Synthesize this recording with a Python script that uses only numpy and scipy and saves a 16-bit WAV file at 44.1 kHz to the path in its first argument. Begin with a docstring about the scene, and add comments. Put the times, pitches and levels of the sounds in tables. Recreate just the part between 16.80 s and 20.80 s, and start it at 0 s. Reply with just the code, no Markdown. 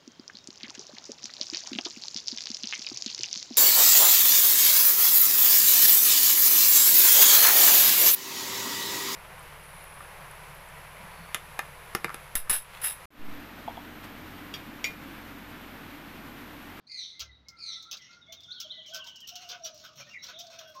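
"""Two pigeons walk on a sheet-metal roof, close to the microphone, in mono. Their claws patter, tick
and skid and set the metal ringing, their soles scuff, and the sheet flexes with a soft boom.
In the trees around, wild birds screech, whistle, squawk, trill and chirp, smeared by leaves and
echoed by walls. One bird calls long and low from far off, over a bed of quiet outdoor air."""
import sys
import numpy as np
from scipy import signal
from scipy.fft import rfft, irfft, next_fast_len
from scipy.io import wavfile
from scipy.ndimage import uniform_filter1d

SR = 44100
rng = np.random.default_rng(int(sys.argv[2]) if len(sys.argv) > 2 else 0)


def store_pcm(level_fs):
    """Save levels as 16-bit WAV."""
    pcm = np.round(np.clip(level_fs, -1, 1) * 32767).astype(np.int16)
    wavfile.write(sys.argv[1], SR, np.atleast_2d(pcm).T)


N = 176400

# footfalls (time [s], level [dB], claw patter [s], clank re level [dB], bright edge re level [dB])
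FOOTFALLS = [(.395, -35.5, 0.027, -15, -12), (1.113, -37, 0.028, -13.5, -10),
             (1.522, -44.5, 0.018, -17, -9), (1.801, -36.5, 0.017, -32, -6), (2.137, -38.5, 0.038, -13, -5),
             (2.473, -42, 0.024, -24, -5.5), (2.556, -41, 0.0032, -38, -8.5),
             (2.690, -39.5, 0.031, -11, -13), (2.846, -39.5, 0.029, -12.5, -9),
             (3.431, -44, 0.043, -12, -10), (3.589, -44.5, 0.019, -59, -6),
             (3.788, -44.5, 0.021, -19, -11.5)]
# spectra of the sheet: its ring, low clank and bright edge when scratched (frequency [Hz], gain [dB])
RING_SPECTRUM = [(1500, -40.5), (2300, -16.5), (3200, -2), (4200, -3.5), (4800, -5), (5700, -0.5),
                 (6600, -7.5), (7500, -29.5), (9500, -43.5), (16000, -54.5)]
CLANK_SPECTRUM = [(100, -20.5), (350, -18.5), (560, 0.5), (850, -14.5), (1100, -4), (1450, 5),
                  (1900, -11.5), (2600, 0.5), (4000, -5), (9000, -72.5)]
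SCRATCH_SPECTRUM = [(4000, -19), (7500, 1), (8600, -2), (9500, -17), (11300, -7), (13000, 3.5),
                    (15700, 1.5)]

RING_T60_S, CLANK_T60_S, EDGE_T60_S = 0.13, 0.17, 0.087
SCRATCHES_PER_S, SCRATCH_SCATTER_DB = 800, 7.5
FIRST_CLAW = 1.45  # strength of the first contact, against 1 for a typical one


def undb(db):
    """Decibels to gain."""
    return 10 ** (np.asarray(db) / 20)


def unit(x):
    """Scale to rms 1."""
    return x / np.sqrt(np.mean(x ** 2) + 1e-20)


def peak_level(x, db):
    """Set the level of the loudest 10 ms."""
    return x * undb(db) / np.sqrt(uniform_filter1d(x ** 2, SR // 100).max() + 1e-20)


def clock(length):
    """Sample times over a length in seconds."""
    return np.arange(max(int(length * SR), 8)) / SR


def add(out, start, x):
    """Mix a sound in at a time in seconds."""
    i = max(int(start * SR), 0)
    out[i:i + len(x)] += x[:max(N - i, 0)]


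def colour(x, points):
    """Minimum-phase filter through (frequency [Hz], gain [dB]) points, scaled to unit power gain."""
    size = next_fast_len(len(x) + 2048) * 2
    hz, db = np.array(points, float).T
    log_hz = np.log(np.fft.rfftfreq(size, 1 / SR) + 1)
    gain = unit(undb(np.interp(log_hz, np.log(hz), db)))
    cepstrum = irfft(np.log(gain))
    cepstrum[1:size // 2] *= 2
    cepstrum[size // 2 + 1:] = 0
    return irfft(rfft(x, size) * np.exp(rfft(cepstrum)))[:len(x)]


def drift(t, rate):
    """Random drift that turns rate times a second."""
    return np.interp(t * rate, np.arange(2048), rng.standard_normal(2048))


def tail(t60):
    """Dense dying ring of unit energy."""
    t = clock(0.97)
    x = rng.standard_normal(len(t)) * np.exp(-np.log(1000) * t / t60)
    return x / np.linalg.norm(x)


def yard(x, wet_db, near_db=2):
    """On its way to the microphone a call is smeared by leaves and echoed by walls, treble dying first."""
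    out = x + undb(near_db) * signal.fftconvolve(x, tail(t60=0.061))[:N]
    echo = sum(signal.sosfilt(signal.butter(4, 4600, band, fs=SR, output="sos"), tail(t60))
               for band, t60 in (("low", 0.65), ("high", 0.48)))
    add(out, 0.012, undb(wet_db) * signal.fftconvolve(x, echo))
    return out / np.sqrt(1 + undb(near_db) ** 2 + undb(wet_db) ** 2)


def voice(hz, harmonics_db=(0,)):
    """A bird's tone on a pitch curve."""
    phase = 2 * np.pi * np.cumsum(hz) / SR
    return np.sqrt(2) * sum(undb(db) * np.sin((k + 1) * phase) for k, db in enumerate(harmonics_db))


def notes(rows, waver, waver_hz, bend=1):
    """Gliding notes that swell and fade; the pitch wavers by a share of itself."""
    out = np.zeros(N)
    for start, length, first_hz, last_hz, db in rows:
        t = clock(length)
        progress = t / t[-1]
        glide = first_hz + (last_hz - first_hz) * progress ** bend
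        hz = glide * (1 + waver * drift(t, waver_hz))
        swell = np.abs(np.sin(np.pi * progress)) ** 0.32
        add(out, start, undb(db) * swell * voice(hz))
    return out


def air():
    """Quiet outdoor air all around: it rises a little at first, then swells and sinks gently."""
    # background spectrum (frequency [Hz], gain [dB])
    spectrum = [(20, -12.5), (45, -8), (80, 5.5), (140, 6), (250, 3), (450, -5), (900, -6.5), (1500, -6),
                (2500, -15), (4000, -11), (6000, -23), (8000, -40), (16000, -49.5)]
    t = np.arange(N) / SR
    db = -67.3 - 2.5 * np.clip(1 - t / 0.81, 0, 1) + drift(t, rate=5)
    return unit(colour(rng.standard_normal(N), spectrum)) * undb(db)


def screeches():
    """A harsh call from the trees arches and falls; a fast uneven rasp widens every harmonic."""
    # calls (time [s], gain [dB], pitch scale [ratio])
    calls = [(.066, -42.5, 0.98), (.762, -42.5, 0.98)]
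    # course of a call (time into it [s], unscaled pitch [Hz], gain [dB], roughness [share of pitch])
    contour = [(0, 2150, -25, .06), (.028, 2420, -15.5, .055), (.068, 2290, -7, .032), (.10, 2160, -4, .02),
               (0.136, 2010, -2.5, .016), (0.164, 1930, -4.5, .022), (.185, 1790, -13, .03)]
    # harmonics ahead of the throat, fundamental first (gain [dB])
    harmonics = [-18, 0, -6.5, -9, -23.5, -32, -29]
    # resonances of the throat (frequency [Hz], gain [dB])
    throat = [(1500, -27.5), (2400, 10), (4200, 2), (5100, 2), (6100, -0.5), (6700, -9), (7200, -27),
              (8600, -16.5), (9400, -21), (10400, -9.5), (12000, -21), (15000, -13)]
    at, pitch, level, rough = np.array(contour).T
    out, t = np.zeros(N), clock(at[-1])
    fade = np.clip(np.minimum(t, t[-1] - t) / 0.0024, 0, 1)
    rasp_filter = signal.butter(3, 256, fs=SR, output="sos")
    for start, db, scale in calls:
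        flutter = 1 + np.interp(t, at, rough) * drift(t, rate=801)
        hz = scale * np.interp(t, at, pitch) * flutter
        rasp = unit(signal.sosfilt(rasp_filter, rng.standard_normal(len(t))))
        envelope = undb(db + np.interp(t, at, level)) * fade
        add(out, start, envelope * (0.75 + rasp) * voice(hz, harmonics))
    return yard(colour(out, throat), wet_db=5.5, near_db=5.5)


def whistles():
    """Distant birds whistle short, nearly level notes."""
    # notes (time [s], length [s], start pitch [Hz], end pitch [Hz], level [dB])
    calls = [(.09, 0.14, 2110, 2029, -56), (.32, 0.11, 2107, 2058, -61.5), (.45, 0.069, 2103, 1961, -60.5),
             (.51, 0.054, 3830, 3796, -55.5), (.66, 0.1, 2180, 2065, -60.5), (.69, 0.19, 1390, 1316, -61.5),
             (.87, 0.12, 2155, 2044, -60), (.87, 0.19, 1344, 1327, -58), (1.05, 0.054, 1283, 1395, -55.5),
             (1.27, 0.085, 2180, 2050, -59.5), (1.29, 0.1, 1369, 1440, -55),
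             (1.415, 0.029, 3740, 3570, -52), (1.46, 0.094, 3433, 3583, -54),
             (1.47, 0.066, 2187, 2130, -58), (1.68, 0.121, 1439, 1479, -52),
             (1.92, 0.097, 2030, 1976, -62.5), (2.125, 0.081, 1496, 1553, -46.5),
             (2.195, .04, 2700, 2760, -48), (2.43, 0.019, 1890, 1880, -61),
             (3.29, 0.044, 2750, 2766, -49.5), (3.38, 0.098, 3850, 4040, -55.5),
             (3.8, 0.095, 3000, 2686, -58), (3.84, 0.089, 3310, 3310, -61.5), (3.84, 0.07, 1480, 1565, -57)]
    return notes(calls, waver=0.019, waver_hz=271)


def claws(t, rate, scatter_db):
    """Random tiny contacts of uneven strength, about rate a second."""
    contacts = rng.random(len(t)) < rate / SR
    return contacts * undb(scatter_db * np.clip(rng.standard_normal(len(t)), -2, 2))


def sheet(push, spectrum, t60):
    """The sheet's answer to contacts: a crack and a dense short ring."""
    ring = tail(t60)[:SR // 4]
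    ring[0] += 0.38  # the crack
    return signal.fftconvolve(push, colour(ring, spectrum))


def ring_modes(t, modes):
    """Separate modes of the sheet, each a dying sine."""
    return sum(undb(db) * np.sin(2 * np.pi * hz * t) * np.exp(-np.log(1000) * t / t60)
               for hz, db, t60 in modes)


def steps():
    """Close by, each foot lands claw after claw; the low clank builds a little later."""
    # clear modes that ring on after a footfall (frequency [Hz], relative level [dB], t60 [s])
    clear_modes = [(1074, -18, 0.23), (1240, -13, 0.56), (1364, 2, 0.21), (5630, 21, 0.023),
                   (6010, 9.5, 0.026)]
    # the claw's bright edge (frequency [Hz], gain [dB])
    edge_spectrum = [(4000, -39), (7500, -1), (8500, -13), (9400, -17), (11400, -9), (13000, 0),
                     (15700, 0.5)]
    out, t = np.zeros(N), clock(0.2)
    clear_ring = ring_modes(t, clear_modes)
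    for start, db, patter_s, clank_db, edge_db in FOOTFALLS:
        push = claws(t, rate=450, scatter_db=7) * np.exp(-(t / patter_s) ** 4)
        push[0] = FIRST_CLAW
        push *= 1 - 0.15 * np.exp(-t / 0.0035)  # the first claw's click is slightly softened
        add(out, start, peak_level(sheet(push, RING_SPECTRUM, RING_T60_S), db))
        add(out, start, peak_level(signal.fftconvolve(push, clear_ring), db - 11.5))
        clank = sheet(push, CLANK_SPECTRUM, CLANK_T60_S)
        add(out, start + 0.008, peak_level(clank, db + clank_db))
        edge = sheet(push * np.exp(-t / patter_s), edge_spectrum, EDGE_T60_S)
        add(out, start, peak_level(edge, db + edge_db))
    return out


def boom():
    """The whole panel flexes under shifts of weight, and faintly under every step."""
    # low modes of the panel at speed 1 (frequency [Hz], level [dB], t60 [s])
    low_modes = [(69.4, -55, 1), (79.9, -46, 0.82), (125.7, -54, 0.69)]
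    # shifts of weight (time [s], gain [dB], speed of vibration and decay [ratio])
    flexes = [(0.407, -4, 0.86), (1.512, -19, 1.07), (1.62, -18, 1.34), (2.127, -25, 0.9), (2.471, -20, 1),
              (3.163, -7.5, 1.7), (3.719, -22, 1.9)]
    thuds = [(start, -34, 1) for start, *_ in FOOTFALLS]
    out, t = np.zeros(N), clock(0.79)
    attack = 1 - np.exp(-t / 0.011)
    for start, db, speed in flexes + thuds:
        add(out, start, undb(db) * ring_modes(t * speed, low_modes) * attack)
    return out


def ticks():
    """One claw tip snaps against the metal and scratches on for a moment."""
    # claw snaps (time [s], level [dB], pitch of the ring [Hz], bright edge re level [dB])
    snaps = [(.685, -44, 5470, -16), (1.025, -51, 6400, -11.5), (1.17, -44.5, 4300, -15),
             (1.605, -56, 4840, -8), (1.635, -53.5, 5500, -20), (2.062, -55.5, 5520, -13),
             (2.242, -51, 5100, -12), (2.269, -48.5, 4930, -17), (2.359, -49, 5600, -10.5),
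             (2.404, -51.5, 5700, -5.5), (2.644, -58, 4970, -11), (2.945, -55, 5730, -4.5),
             (2.976, -53, 5230, -11), (3.466, -47, 4240, -17), (3.668, -49, 4420, -22),
             (3.715, -57, 4700, -19), (3.951, -60, 5800, -1.5)]
    out, t = np.zeros(N), clock(0.1)
    for start, db, hz, edge_db in snaps:
        push = claws(t, SCRATCHES_PER_S, SCRATCH_SCATTER_DB) * undb(-22) * np.exp(-t / 0.03)
        push[0] = FIRST_CLAW
        spectrum = [(1500, -36), (hz * 0.56, -21), (hz * 0.79, -8), (hz, 0),
                    (6600, -10), (7600, -23), (10000, -38)]
        add(out, start, peak_level(sheet(push, spectrum, t60=0.066), db))
        add(out, start, peak_level(sheet(push, SCRATCH_SPECTRUM, t60=0.066), db + edge_db))
    return out


def squawks():
    """Short calls from the trees, hoarse with a fast waver of pitch."""
    # squawks (time [s], length [s], start pitch [Hz], end pitch [Hz], level [dB])
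    calls = [(1.18, 0.098, 2097, 1935, -59.5), (1.19, 0.1, 3200, 2700, -58.5),
             (2.045, 0.033, 2264, 2146, -62), (2.185, 0.04, 1130, 1074, -57), (2.25, 0.035, 960, 918, -57),
             (3.055, .07, 1326, 1178, -59), (3.205, 0.026, 2603, 2390, -50.5),
             (3.268, 0.026, 1810, 1915, -58), (3.335, 0.044, 2340, 1960, -42),
             (3.53, 0.093, 3693, 3490, -46.5), (3.95, 0.089, 1067, 1066, -48.5)]
    return notes(calls, waver=0.05, waver_hz=614)


def shifting_resonances(x):
    """As the toes move over the metal, its resonances swell and fade one by one."""
    out, t, spectrum = np.zeros(N), np.arange(N) / SR, rfft(x)
    band_position = 5 * np.log2(1 + np.fft.rfftfreq(N, 1 / SR) / 1000)
    for k in range(23):
        band = irfft(spectrum * np.clip(1 - abs(band_position - k), 0, 1), N)
        out += band * undb(4 * np.clip(drift(t, rate=24), -2, 1.5))
    return out


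def scuffs():
    """Soles slide and toes scratch: swells of tiny contacts over a faint shuffle."""
    # faint scratching of toes as the birds get moving (time [s], level [dB])
    shuffle = [(0, -100), (1.1, -95), (1.22, -60), (1.45, -79), (1.62, -63.5), (2.0, -65.5), (2.3, -63.5),
               (2.65, -57), (2.8, -63), (3.0, -56.5), (3.13, -64), (3.28, -61.5), (3.39, -68), (3.65, -62),
               (3.92, -70), (4, -72)]
    # sliding soles (time just past the peak [s], level [dB], half length [s],
    # clank re level [dB], bright edge re level [dB])
    slides = [(1.326, -57.5, 0.037, -6, -27), (2.092, -52, 0.026, -28, -15.5), (2.286, -47, 0.02, -7, -12),
              (2.646, -57.5, 0.1, -2, -9), (2.746, -59.5, 0.039, 6, -19), (3.014, -52.5, 0.027, -18, -20),
              (3.056, -51.5, 0.021, -1, -13.5), (3.172, -56, .018, -18, -7),
              (3.208, -47.5, 0.022, -2, -15.5), (3.299, -56.5, 0.042, -4.5, -17),
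              (3.451, -54.5, 0.029, -7, -14), (3.499, -44, 0.012, 0, -17), (3.523, -43, 0.0072, 2, -17),
              (3.662, -57.5, 0.033, -8.5, -10), (3.729, -53.5, 0.032, -3.5, -13),
              (3.816, -59.5, 0.062, 4, -13), (3.903, -65.5, 0.032, -8, -1), (3.971, -57, 0.025, -2.5, -13)]
    t = np.arange(N) / SR
    slide = undb(np.interp(t, *np.array(shuffle).T))
    press, scratch = slide * undb(-21.5), slide * undb(-23)
    for time, db, half_s, clank_db, edge_db in slides:
        swell = undb(db) * np.exp(-((t - time + 0.0079) / half_s) ** 2)
        slide = np.hypot(slide, swell)
        press = np.hypot(press, swell * undb(clank_db))
        scratch = np.hypot(scratch, swell * undb(edge_db))
    grit = unit(claws(t, SCRATCHES_PER_S, SCRATCH_SCATTER_DB) * rng.choice([-1, 1], N))
    ring = sheet(grit * slide, RING_SPECTRUM, RING_T60_S)
    clank = sheet(grit * press, CLANK_SPECTRUM, CLANK_T60_S)
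    edge = sheet(grit * scratch, SCRATCH_SPECTRUM, EDGE_T60_S)
    return shifting_resonances((ring + clank + edge)[:N])


def hoots():
    """Drawn-out, slightly arched low calls from a bird far away, with an uneven throb."""
    # calls (time [s], length [s], start pitch [Hz], pitch at the bend [Hz], end pitch [Hz], level [dB])
    calls = [(1.481, 0.046, 556, 686, 660, -56), (1.841, 0.044, 635, 610, 578, -53.5),
             (1.967, 0.063, 610, 639, 580, -60.5), (2.084, 0.13, 595, 676.6, 613, -53.5),
             (2.508, 0.34, 694, 731.3, 688, -56.5), (2.746, 0.24, 684.7, 663, 618.7, -54.5),
             (2.994, 0.305, 659.5, 623, 589, -66.5), (3.528, 0.201, 636.5, 691, 662, -56.5),
             (3.737, 0.27, 668.5, 639.4, 596, -55.5)]
    out = np.zeros(N)
    for start, length, first_hz, bend_hz, last_hz, db in calls:
        t = clock(length)
        arch = np.interp(t / length, [0, 0.35, 1], [first_hz, bend_hz, last_hz])
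        hz = arch * (1 + 0.026 * drift(t, rate=122.1))
        fade = np.clip(np.minimum(t, t[-1] - t) / 0.018, 0, 1)
        throb = 1 + 0.3 * drift(t, rate=70)
        add(out, start, undb(db) * fade * throb * voice(hz, harmonics_db=(0, -24)))
    return yard(out, wet_db=-6, near_db=-29)


def trill():
    """A sinking run of falling notes from the trees; a wall repeats each one faintly in the gaps."""
    # notes of the run (time [s], middle pitch [Hz], level [dB])
    run = [(1.565, 3560, -52.5), (1.62, 3450, -52), (1.68, 3415, -50.5), (1.753, 3284, -48),
           (1.821, 3260, -45.5), (1.895, 3237, -44.5), (1.974, 3218, -45), (2.048, 3123, -47.5),
           (2.117, 3140, -44), (2.193, 3076, -44.5), (2.271, 3065, -46.5), (2.343, 3010, -50.5),
           (2.411, 2986, -46.5), (2.478, 2980, -49.5), (2.545, 2954, -49), (2.62, 2960, -53)]
    note_s, fall_hz, echo_s = 0.048, 540, 0.034
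    rows = [(start, note_s, hz + fall_hz / 2, hz - fall_hz / 2, db) for start, hz, db in run]
    direct = notes(rows, waver=0.009, waver_hz=703)
    out = direct.copy()
    add(out, echo_s, undb(-10) * direct)
    return yard(out, wet_db=-3.5, near_db=-11)


def chirps():
    """Quick, clean upward sweeps from a bird in the trees."""
    # chirps (time [s], length [s], start pitch [Hz], end pitch [Hz], level [dB])
    calls = [(1.704, 0.029, 3430, 4580, -38), (1.899, .028, 3535, 4300, -39)]
    return yard(notes(calls, waver=0.0057, waver_hz=180, bend=1.4), wet_db=-3, near_db=-9)


def skids():
    """Close by, claws skid on the metal with a thin squeak."""
    # squeaks (time [s], length [s], start pitch [Hz], end pitch [Hz], level [dB])
    squeaks = [(2.836, 0.033, 5770, 5920, -39), (2.89, .1, 6000, 5700, -60.5),
               (3.424, 0.024, 5520, 5830, -46)]
    return notes(squeaks, waver=0.021, waver_hz=900)


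def scene():
    """One microphone: feet on the roof close and dry, birds and air behind."""
    feet = steps() + ticks() + scuffs() + boom() + skids()
    birds = screeches() + chirps() + trill() + yard(whistles() + squawks(), wet_db=-4) + hoots()
    return (feet + birds + air())[None]


def record(dry):
    """The recorder cuts the top steeply, just under 16 kHz."""
    return signal.sosfilt(signal.ellip(8, 0.2, 70, 15950, fs=SR, output="sos"), dry)


dry = scene()
out = record(dry)
store_pcm(out)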